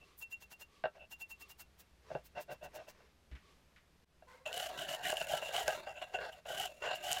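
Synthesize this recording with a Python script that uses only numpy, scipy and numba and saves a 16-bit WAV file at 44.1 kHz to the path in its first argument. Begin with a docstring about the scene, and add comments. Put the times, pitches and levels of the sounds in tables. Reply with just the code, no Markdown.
"""First a faint rub on a small aluminium pot in a quiet workshop, then a pump bottle squirts cleaner on it: jets hiss
and the wall rings. The pot is knocked, stood on a padded bench and turned, then scrubbed in a gloved hand.
Random catches and slips of a small stiff brush drive the pot's resonances; pressure raises some of them.
Short pushes make the knocks and short noise bursts the bristle snaps. Filtered noise gives the hiss, rasp and
room tone; the glove's squeak is a set of wavering partials. All is heard close up."""
import sys
import numpy as np
from scipy import signal
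from scipy.fft import rfft, irfft
from scipy.io import wavfile
from scipy.ndimage import uniform_filter1d
from numba import njit

SR = 44100
rng = np.random.default_rng(int(sys.argv[2]) if len(sys.argv) > 2 else 0)


def dump_mix(stems):
    """Bounce the given channels to the path in sys.argv[1] as a 16-bit WAV at rate SR."""
    frames = np.atleast_2d(stems).T  # one column per channel
    limited = np.clip(frames, -1, 1)  # hard clip at full scale
    pcm = np.round(limited * 32767).astype(np.int16)
    wavfile.write(sys.argv[1], SR, pcm)


N = 317520
T = np.arange(N) / SR
FREE_HZ = 2750  # the wall's main resonance with no brush pressing on it


def undb(db):
    """Turn decibels into a gain."""
    return 10 ** (np.asarray(db) / 20)


def even(x, seconds=0.045):
    """Hold the rms near 1 over a sliding window; the finer grain stays."""
    window = max(int(seconds * SR), 8)
    power = np.abs(uniform_filter1d(x * x, window))
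    return x / np.sqrt(power + 1e-14)


def add(out, s, x):
    """Mix x into out at time s, in seconds."""
    i = int(s * SR)
    out[i:i + len(x)] += x[:N - i]


def peak(x, db):
    """Scale x to a peak level."""
    return x * undb(db) / np.abs(x).max()


@njit
def svf(x, hz, width):
    """A resonance whose centre and width may move: a state-variable band-pass with gain 1 at its centre."""
    y, band, low = np.empty(len(x)), 0., 0.
    for i in range(len(x)):
        g = np.tan(np.pi * hz[i] / SR)
        k = width[i] / hz[i]
        v = (band + g * (x[i] + 1e-18 - low)) / (1 + g * (g + k))
        band = 2 * v - band
        low = low + 2 * g * v
        y[i] = k * v
    return y


def resonate(x, hz, width):
    """One fixed resonance, gain 1 at its centre."""
    g = np.tan(np.pi * min(hz / SR, .44))
    k = width / hz
    feedback = [1 + g * k + g * g, 2 * g * g - 2, 1 - g * k + g * g]
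    return signal.lfilter([g * k, 0, -g * k], feedback, x + 1e-18)


def colour(x, spectrum):
    """Shape x to a spectrum with a filter that only looks back in time."""
    hz, db = np.transpose(spectrum)
    size = 8192
    bin_hz = np.arange(size // 2 + 1) * SR / size
    log_gain = np.log(undb(np.interp(np.log(bin_hz + 1), np.log(hz), db)))
    # folding the cepstrum puts the energy as early as possible (minimum phase)
    cepstrum = irfft(log_gain)[:size // 2]
    cepstrum[1:] *= 2
    impulse = irfft(np.exp(rfft(cepstrum, size)))
    return signal.oaconvolve(x, impulse)[:len(x)]


def walk(rate):
    """Random wander with a spread near 1, taking rate new values a second."""
    count = int(rate * N / SR) + 2
    return 1.2 * np.interp(T * rate, np.arange(count), rng.standard_normal(count))


def slips(rate, spread_db):
    """Tiny random catches and slips, rate of them a second, a few much stronger than the rest."""
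    count = int(rate * N / SR)
    sizes = undb(spread_db * np.minimum(rng.exponential(size=count), 4))
    signs = rng.choice([-1, 1], count)
    return np.bincount(rng.integers(0, N, count), sizes * signs, N)


def gesture(start_s, length_s, attack_s, release_s, arch_db):
    """One push of the hand: it takes hold, leans hardest half way, and lets go."""
    t = T - start_s
    arch = np.sin(np.pi * np.clip(t / length_s, 0, 1))
    hold = np.clip(t / attack_s, 0, 1)
    let_go = np.exp(-np.maximum(t - length_s, 0) / release_s)
    return hold * let_go * undb(arch_db * (arch - 1))


# scratch of the bristles: (frequency [Hz], level [dB])
BRISTLE_SPECTRUM = [(500, -18), (2000, 5), (3700, 2.5), (5000, 1.5), (6200, 1), (7000, 4.5), (7900, -4),
                    (8900, -5.5), (9800, -1), (11000, -6), (13000, -3), (16000, -9)]


def scrubbing(drag_db=1.28, wall_db=-1.2, overtone_db=-18, hiss_db=0., slack=1.003, stiffening=1.4,
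              catch_db=2.0, scratch_db=1.5, bench_db=-25):
    """Tufts drag on the pot and ring its body and wall; single bristles scratch out the hiss."""
    drag, ring, hiss, pressure = brush_motion()
    wall_rise = 0.099  # share by which full pressure raises the wall's main resonance
    wall_hz = FREE_HZ * (1 + wall_rise * pressure) * (1 + 0.012 * walk(45))
    press = np.clip(wall_hz / FREE_HZ, .9, 1.2)
    grip = undb(catch_db * walk(140))  # the tufts catch and release unevenly
    tufts = grip * slips(2400, 3.16)
    bristles = grip * slips(5000, scratch_db)
    low = even(brushed_body(tufts, slack * press ** stiffening))
    # the hands pass the rubbing on to the bench
    bench = resonate(tufts, 74, 47) + 0.41 * resonate(tufts, 124, 45)
    low += undb(bench_db) * even(resonate(bench, 73, 115), 0.084)
    # a pressed brush also damps the wall
    width = 60 + 1200 * np.maximum(press - 1, 0)
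    main_ring = svf(tufts + .5 * bristles, wall_hz, width)
    wall = even(svf(main_ring, wall_hz, np.full(N, 1100.)))
    wall += undb(overtone_db) * even(svf(bristles, 2.53 * wall_hz, 260 + width))
    scratch = even(colour(bristles, BRISTLE_SPECTRUM))
    return undb(drag_db) * drag * low + undb(wall_db) * ring * wall + undb(hiss_db) * hiss * scratch


# Levels in the next two tables are set before the gains of the scrubbing layers.
# brush strokes: (start [s], length [s], drag on the body [dB], wall ring [dB], hiss [dB], pressure [0-1])
BRUSH_STROKES = [(4.454, 0.038, -46.5, -43, -58.5, 0), (4.521, 0.17, -45, -47, -49.5, 0.87),
                 (4.686, 0.027, -44, -59, -69, 0.76), (4.761, 0.096, -45.5, -46, -52.5, 0.94),
                 (4.868, 0.093, -44.5, -44, -48.5, 0.93), (5.021, 0.12, -41, -42, -47, 0.85),
                 (5.154, 0.091, -46.5, -44, -52, 0.14), (5.267, 0.12, -41.5, -45, -48, 0.94),
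                 (5.411, 0.096, -49.5, -46, -54, 0.18), (5.514, 0.12, -40, -43.5, -46, 1),
                 (5.653, 0.11, -42.5, -50.5, -52, 0.14), (5.777, 0.13, -56.5, -64.5, -76, 0),
                 (5.86, 0.064, -47, -53, -80, .05), (5.952, 0.044, -53.5, -50.5, -76, 0),
                 (6.008, 0.034, -46.5, -47.5, -67, 0.28), (6.136, 0.029, -40, -41, -70, 0.17),
                 (6.167, 0.13, -45, -56.5, -71, 0), (6.309, 0.035, -58.5, -56.5, -64, 0.67),
                 (6.456, 0.17, -47.5, -49.5, -53, 0.97), (6.558, 0.11, -43, -42, -47.5, 0.8),
                 (6.817, 0.088, -41.5, -42.5, -66, 0.05), (6.887, 0.057, -40, -42, -68, 0.17),
                 (6.943, 0.022, -52, -44.5, -48.5, 0.57), (7.019, 0.21, -43.5, -43.5, -47.5, 0.86)]
# bristles resting lightly on the pot between strokes:
# (start [s], length [s], drag [dB], wall ring [dB], hiss [dB])
LIGHT_CONTACTS = [(4.454, 1.35, -50.5, -61, -64), (5.793, 0.6, -61.5, -68, -74),
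                  (6.45, 0.27, -56.5, -61, -69), (6.72, .09, -66, -68, -71), (6.818, .38, -54.5, -56, -68)]


def brush_motion(attack_s=0.0056, release_s=0.01, arch_db=4.5, bend_s=0.017, unbend_s=0.003):
    """Gains of drag, ring and hiss, and the pressure; pressed tufts take longer to bend and straighten."""
    levels, pressure = np.zeros((3, N)), np.zeros(N)
    for s, length_s, *db in LIGHT_CONTACTS:
        touch = gesture(s, length_s, attack_s, release_s, 0)
        levels = np.maximum(levels, undb(db)[:, None] * touch)
    for s, length_s, *db, force in BRUSH_STROKES:
        push = gesture(s, length_s, attack_s + force * bend_s, release_s + force * unbend_s, arch_db)
        levels = np.maximum(levels, undb(db)[:, None] * push)
        pressure = np.maximum(pressure, force * push)
    return (*levels, pressure)


# resonances of the hand-damped pot: (frequency [Hz], width [Hz], level [dB])
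POT_MODES = [(152, 48, -22), (397, 57, -17), (505, 74, -8.5), (606, 66.8, 1), (698.4, 87, -1),
             (892, 146, -11.5), (1175, 110, -18), (1348, 33, -13), (1522, 86, -7.5), (1662, 78, -11),
             (1828, 49, -14.5), (2020, 320, -20.5), (2750, 37, -10), (3580, 530, -22), (4260, 650, -24.5),
             (5600, 510, -34.5)]


def brushed_body(force, stiffen, roam_db=3.0, drift=0.04):
    """The pot under a travelling contact: each mode swells, fades and drifts; pressure raises some low ones."""
    out = 0
    for k, (hz, width, db) in enumerate(POT_MODES):
        if abs(hz - FREE_HZ) < 300:  # the wall's main mode is played on its own
            continue
        centre = hz * (1 + drift * walk(14)) * (stiffen if 450 < hz < 800 else 1)
        push = force * undb(db + roam_db * walk(18))
        out = out + (-1) ** k * svf(push, centre, np.full(N, 1. * width))
    return out


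def body(force, tilt_db=0.):
    """The pot's modes ring together under a force; tilt is in dB per octave around 1000 Hz."""
    out = 0
    for k, (hz, width, db) in enumerate(POT_MODES):
        gain = undb(db + tilt_db * np.log2(hz / 1000))
        out = out + (-1) ** k * gain * resonate(force, hz, width)
    return out


def flicks(rate=170, spread_db=3.5, db=-9, hz=8500, width_hz=11000):
    """Stray bristles flick off the metal in lone ticks, as strong as the stroke that drags them."""
    hiss = brush_motion()[2]
    ticks = resonate(slips(rate, spread_db), hz, width_hz)
    return undb(db) * hiss * ticks / ticks.std()


# bristles snapping off the rim:
# (time [s], level before the common gain [dB], tick centre [Hz], wall ring relative to the tick [dB])
BRISTLE_SNAPS = [(4.4622, -45, 4970, 7.5), (4.477, -44, 8000, -12), (4.529, -32, 6000, -1.5),
                 (4.543, -38, 8900, -1), (4.578, -28.5, 8600, -4), (4.6, -34, 8000, -3),
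                 (5.103, -24.5, 8400, -19), (5.170, -36.5, 7000, 8.5), (5.215, -32.5, 4500, 0),
                 (5.27, -40, 9000, -2), (5.377, -32, 7000, -3.5), (5.565, -32.5, 8000, 6.5),
                 (5.68, -22.5, 5760, -16), (5.707, -36.5, 7000, 0), (6.600, -31.5, 8000, -10),
                 (7.116, -26, 7900, -3), (7.1231, -24, 7200, -4.5), (7.13, -16.5, 6800, -25)]


def snaps(crack_s=0.0005, ring_width_hz=130, gain_db=0.5):
    """A bristle lets go: a sharp tick and a brief ring of the held wall."""
    out, t = np.zeros(N), np.arange(SR // 20) / SR
    for s, db, hz, ring_db in BRISTLE_SNAPS:
        burst = np.exp(-t / crack_s) * rng.standard_normal(len(t))
        crack = resonate(burst, hz, 0.72 * hz)
        ring = resonate(1. * (t == 0), 2964, ring_width_hz)
        add(out, s, undb(gain_db) * (peak(crack, db) + peak(ring, db + ring_db)))
    return out


# pump squirts, levels before each layer's gain:
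# (middle [s], hiss level [dB], splash level [dB], ring level [dB], ring frequency [Hz])
PUMP_SQUIRTS = [(0.222, -66, -70, -54, 2714), (0.324, -67.5, -74, -53, 2737),
                (0.425, -70.0, -68, -67.5, 2724), (0.523, -67.5, -65, -66, 2750.0),
                (0.615, -66, -66, -63.5, 2770), (1.123, -65, -66, -58.5, 2770),
                (1.214, -64.5, -69, -54, 2720.0), (1.311, -65, -72, -58.5, 2720.0),
                (1.416, -66, -69.5, -63.5, 2723), (1.508, -65, -72, -68.5, 2790),
                (1.607, -61.5, -67.5, -70.5, 2735), (1.805, -68, -80, -86, 2730.0),
                (2.262, -69.5, -89, -85, 2720), (2.419, -65, -68.5, -82, 2740),
                (2.525, -68, -70, -68.5, 2700), (2.648, -70, -66, -79, 2690), (2.76, -66.5, -64, -73, 2800),
                (2.897, -71, -65, -82, 2775)]
# fine hiss of the jet: (frequency [Hz], level [dB])
MIST_SPECTRUM = [(300, -50), (800, -2), (2000, -2.5), (5000, -2), (9000, -4), (12000, -2.5), (14500, 3),
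                 (16000, -2.5)]
# splash of the drops: (frequency [Hz], level [dB])
SPLASH_SPECTRUM = [(300, 2.5), (600, 5.5), (900, 13), (1200, -4), (1500, 8), (2200, 2.5), (4000, -0.5),
                   (6300, 2.5), (9000, -7.5), (16000, -20)]


def spray(swell_s=0.008, ring_swell_s=0.0058, ring_width_hz=29, ring_lag_s=0.0042, ring_db=11.5,
          twin_db=-14, overtone_db=-12, splash_db=7.0, mist_db=9.5):
    """Each squirt swells and dies in some 50 ms; its droplets drive the wall, which rings on a little."""
    out, mist_gain, splash_gain = np.zeros((3, N))
    t = np.arange(int(.3 * SR)) / SR - .06
    jet = np.exp(-(t / swell_s / 2) ** 2)
    drive = np.exp(-(t / ring_swell_s / 2) ** 2)
    for s, hiss_db, wet_db, wall_db, hz in PUMP_SQUIRTS:
        add(mist_gain, s + t[0], jet * undb(hiss_db))
        add(splash_gain, s + t[0], jet * undb(wet_db))
        drops = drive * rng.standard_normal(len(t))
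        # the wall builds up a nearly pure note; the pot is not quite round, so a weaker twin sounds just above
        note = drive * np.sin(2 * np.pi * hz * t)
        ring = peak(resonate(note, hz, ring_width_hz), 0)
        twin = peak(resonate(resonate(drops, hz + 55, 50), hz + 55, 330), twin_db)
        overtone = peak(resonate(drops, hz * 2.57, 54), overtone_db)
        add(out, s + t[0] + ring_lag_s, undb(wall_db + ring_db) * (ring + twin + overtone))
    mist = even(colour(slips(20000, 1.0), MIST_SPECTRUM)) * undb(mist_db)
    splash = even(colour(slips(7000, 6.3), SPLASH_SPECTRUM)) * undb(splash_db)
    return out + mist_gain * mist + splash_gain * splash


def spit(s=0.198, half_s=0.012, hz=14000, db=-54):
    """The nozzle spits air as the first squirt starts: a short puff of high noise."""
    puff = np.exp(-((T - s) / half_s) ** 2 / 2)
    return undb(db) * puff * even(resonate(slips(9000, 5.5), hz, 8400))


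# dull knocks on the pot: (time [s], level before the common gain [dB], contact time scale [ms])
POT_KNOCKS = [(.8385, -20.5, 0.31), (.8545, -21, 0.23), (2.102, -35, 1), (2.113, -29, 1),
              (2.150, -24.5, 0.81), (2.163, -49, 0.3), (3.003, -51, .3), (4.222, -45.5, 0.43),
              (4.461, -44, 0.059), (5.126, -22, 0.5), (5.213, -25.5, 0.066), (5.333, -22, 0.45),
              (5.423, -28.5, 0.18), (5.488, -29.5, 0.25), (5.549, -24, 0.14), (5.6785, -17, 0.038),
              (5.705, -36, 0.07), (5.868, -34, 0.25), (6.020, -32.5, 0.051), (6.142, -38, 0.11),
              (6.187, -29.5, 0.15), (6.388, -48.5, 0.078), (6.456, -35, 0.14), (6.479, -42, 0.38),
              (6.501, -28.5, 0.71), (6.823, -52, .25)]


def knocks(chatter=0.052, chatter_s=0.012, gain_db=-4.0, wall_db=-13):
    """A short push and a chatter of the contact; the longer the push, the duller the knock."""
    out, t = np.zeros(N), np.arange(SR // 8) / SR
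    for s, db, contact_ms in POT_KNOCKS:
        blow = (t == 0) + chatter * np.exp(-t / chatter_s) * rng.standard_normal(len(t))
        u = 1000 * t[:400] / contact_ms
        force = np.convolve(blow, u * np.exp(-3.5 * u))[:len(t)]
        # a blow rings the wall more freely than a rub does
        wall = 2 * undb(wall_db) * resonate(force, 2742, 57)
        add(out, s, peak(body(force) + wall, db + gain_db))
    return out


# the pot turned in the fingers, then on its rim, levels before each layer's gain:
# (start [s], length [s], rub level [dB], wall ring level [dB])
POT_TURNS = [(0.0, 0.043, -70, -64.5), (0.945, 0.04, -56, -74), (0.986, 0.062, -59.5, -60.5),
             (2.348, 0.058, -42.5, -57.5), (2.478, 0.054, -43, -68), (2.606, 0.07, -48.5, -64),
             (2.731, 0.088, -49, -69), (2.863, 0.023, -52, -63)]


def turning(tilt_db=-3.5, rub_db=-1.0, wall_db=2.0, attack_s=0.025, release_s=0.0068, arch_db=3):
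    """The pot judders against fingers and wet pad: random slips ring its body and wall."""
    drag, ring = np.zeros((2, N))
    for s, length_s, turn_rub_db, turn_ring_db in POT_TURNS:
        turn = gesture(s, length_s, attack_s, release_s, arch_db)
        drag += undb(turn_rub_db) * turn
        ring += undb(turn_ring_db) * turn
    force = slips(2500, 1.2)
    rub = even(body(force, tilt_db))
    wall = even(resonate(resonate(force, 2685, 39), 2840, 230))
    return undb(rub_db) * drag * rub + undb(wall_db) * ring * wall


# light bumps on the bench: (time [s], thud level [dB], rattle level [dB]), all peak levels
BENCH_BUMPS = [(3.314, -42, -53.5), (3.352, -50, -51.5), (3.761, -81, -56), (5.632, -54, -62)]


def bumps(thud_hz=66, thud_s=0.044, rattle_s=0.029):
    """The bench top thuds as a dying low tone, and the things on it rattle faintly."""
    out, t = np.zeros(N), np.arange(SR // 3) / SR
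    for s, thud_db, rattle_db in BENCH_BUMPS:
        shake = rng.standard_normal(len(t)) * np.exp(-t / rattle_s)
        thud = np.sin(2 * np.pi * thud_hz * t) * np.exp(-t / thud_s) * (1 - np.exp(-t / 0.011))
        boards = resonate(resonate(shake, 79, 126), 120, 320)
        rattle = resonate(resonate(shake, 1970, 1400), 1800, 1900)
        add(out, s, peak(thud, thud_db) + peak(boards, thud_db - 6.5) + peak(rattle, rattle_db))
    return out


# soft broadband rustles and rasps: (middle [s], half length [s], level [dB])
SOFT_RUSTLES = [(0.96, 0.013, -64.5), (2.118, 0.048, -61.5), (2.387, 0.019, -55), (2.523, 0.023, -58.5),
                (2.779, 0.048, -63.5), (3.003, 0.07, -67.5), (6.144, 0.0082, -49), (6.22, 0.036, -63),
                (6.851, 0.021, -45.5)]


def rustling():
    """Soft broadband rustles and rasps: dense tiny random ticks, shaped to a spectrum, swell and fade."""
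    gain = sum(undb(db) * np.exp(-((T - s) / half_s) ** 2 / 2) for s, half_s, db in SOFT_RUSTLES)
    # (frequency [Hz], level [dB])
    spectrum = [(200, -14.0), (450, 13.0), (700, -1), (1000, 6.5), (1300, 0.5), (1900, 2.0),
                (3800, -8.5), (5500, -7.0), (9000, -25), (16000, -30)]
    return gain * even(colour(slips(6000, 1.6), spectrum))


# partials of a rubber glove's squeak: (multiple of the pitch, level [dB])
SQUEAK_PARTIALS = [(1, 0), (1.8, -3), (2.07, -2), (3, -4.5), (4.05, -3.5)]


def squeak(s=4.265, length_s=.11, hz=490, glide_hz_per_s=260, db=-60, rasp_db=-5):
    """A glove squeaks faintly, broken and rasping, rising as the grip tightens."""
    pitch = hz + glide_hz_per_s * np.clip(T - s, 0, length_s)
    rough, patchy_db = .035, 4  # unsteadiness of each partial's pitch and level
    tone = np.zeros(N)
    for k, part_db in SQUEAK_PARTIALS:
        level = undb(part_db + patchy_db * walk(60))
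        part_hz = k * pitch * (1 + rough * walk(200))
        tone += level * np.sin(2 * np.pi * np.cumsum(part_hz) / SR)
    rasp = even(resonate(slips(4000, 1.9), 1100, 1270))
    grip = gesture(s, length_s, attack_s=.02, release_s=.06, arch_db=4.5)
    return undb(db) * grip * (tone / tone.std() + undb(rasp_db) * rasp)


def swish(first_s=0.089, period_s=.68, half_s=0.054, db=-73, low_db=-1, hiss_db=1):
    """Something far off swishes six times in a slow, even cycle: noise through soft resonances."""
    gain = sum(np.exp(-((T - first_s - k * period_s) / half_s) ** 2 / 2) for k in range(6))
    air = rng.standard_normal(N)
    whirr = even(resonate(air, 1160, 64)) + undb(low_db) * even(resonate(air, 395, 73))
    hiss = even(resonate(resonate(air, 2100, 3000), 2600, 5000))
    return undb(db) * gain * (whirr + undb(hiss_db) * hiss)


def workshop(x, wet_db=-13, dull_hz=6000):
    """Quick, slightly dull reflections from bench and walls: a dying noise tail."""
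    t, t60 = np.arange(SR // 2) / SR, .11  # the tail falls 60 dB in t60 seconds
    tail = rng.standard_normal(len(t)) * undb(-60 * t / t60) * (t > .002)
    soften = signal.butter(1, min(dull_hz, SR / 3), fs=SR, output="sos")
    tail = signal.sosfilt(soften, tail / np.linalg.norm(tail))
    return x + undb(wet_db) * signal.oaconvolve(x, tail)[:N]


# low rumble and faint hiss of the room: (frequency [Hz], level [dB])
ROOM_SPECTRUM = [(20, -2), (40, -25.5), (58, 6), (75, -1.5), (120, -10), (170, -7), (280, -14.5),
                 (450, -14.5), (800, -18.5), (2500, -22), (5000, -27), (9000, -33.5), (13000, -34.5),
                 (16000, -52)]


def room_tone(room_db=-68.5, dip_s=4.046, recover_s=0.068):
    """Low rumble and faint hiss of wandering level; the level dips once, briefly."""
    air = colour(rng.standard_normal(N), ROOM_SPECTRUM)
    dip = 1 - (T > dip_s) * np.exp(-np.abs(T - dip_s) / recover_s)
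    return air / air.std() * undb(room_db + walk(4.46)) * dip


def scene():
    """All the sounds in the room, one channel."""
    brush = scrubbing() + flicks() + snaps()
    pump = spray() + spit()
    small_sounds = knocks() + turning() + bumps() + rustling() + squeak()
    return (workshop(brush + pump + small_sounds) + swish() + room_tone())[None]


def record(dry, top_hz=15900):
    """A steep low-pass cuts the top of the treble."""
    return signal.sosfilt(signal.ellip(10, .2, 70, top_hz, fs=SR, output="sos"), dry)


dry = scene()
out = record(dry)
dump_mix(out)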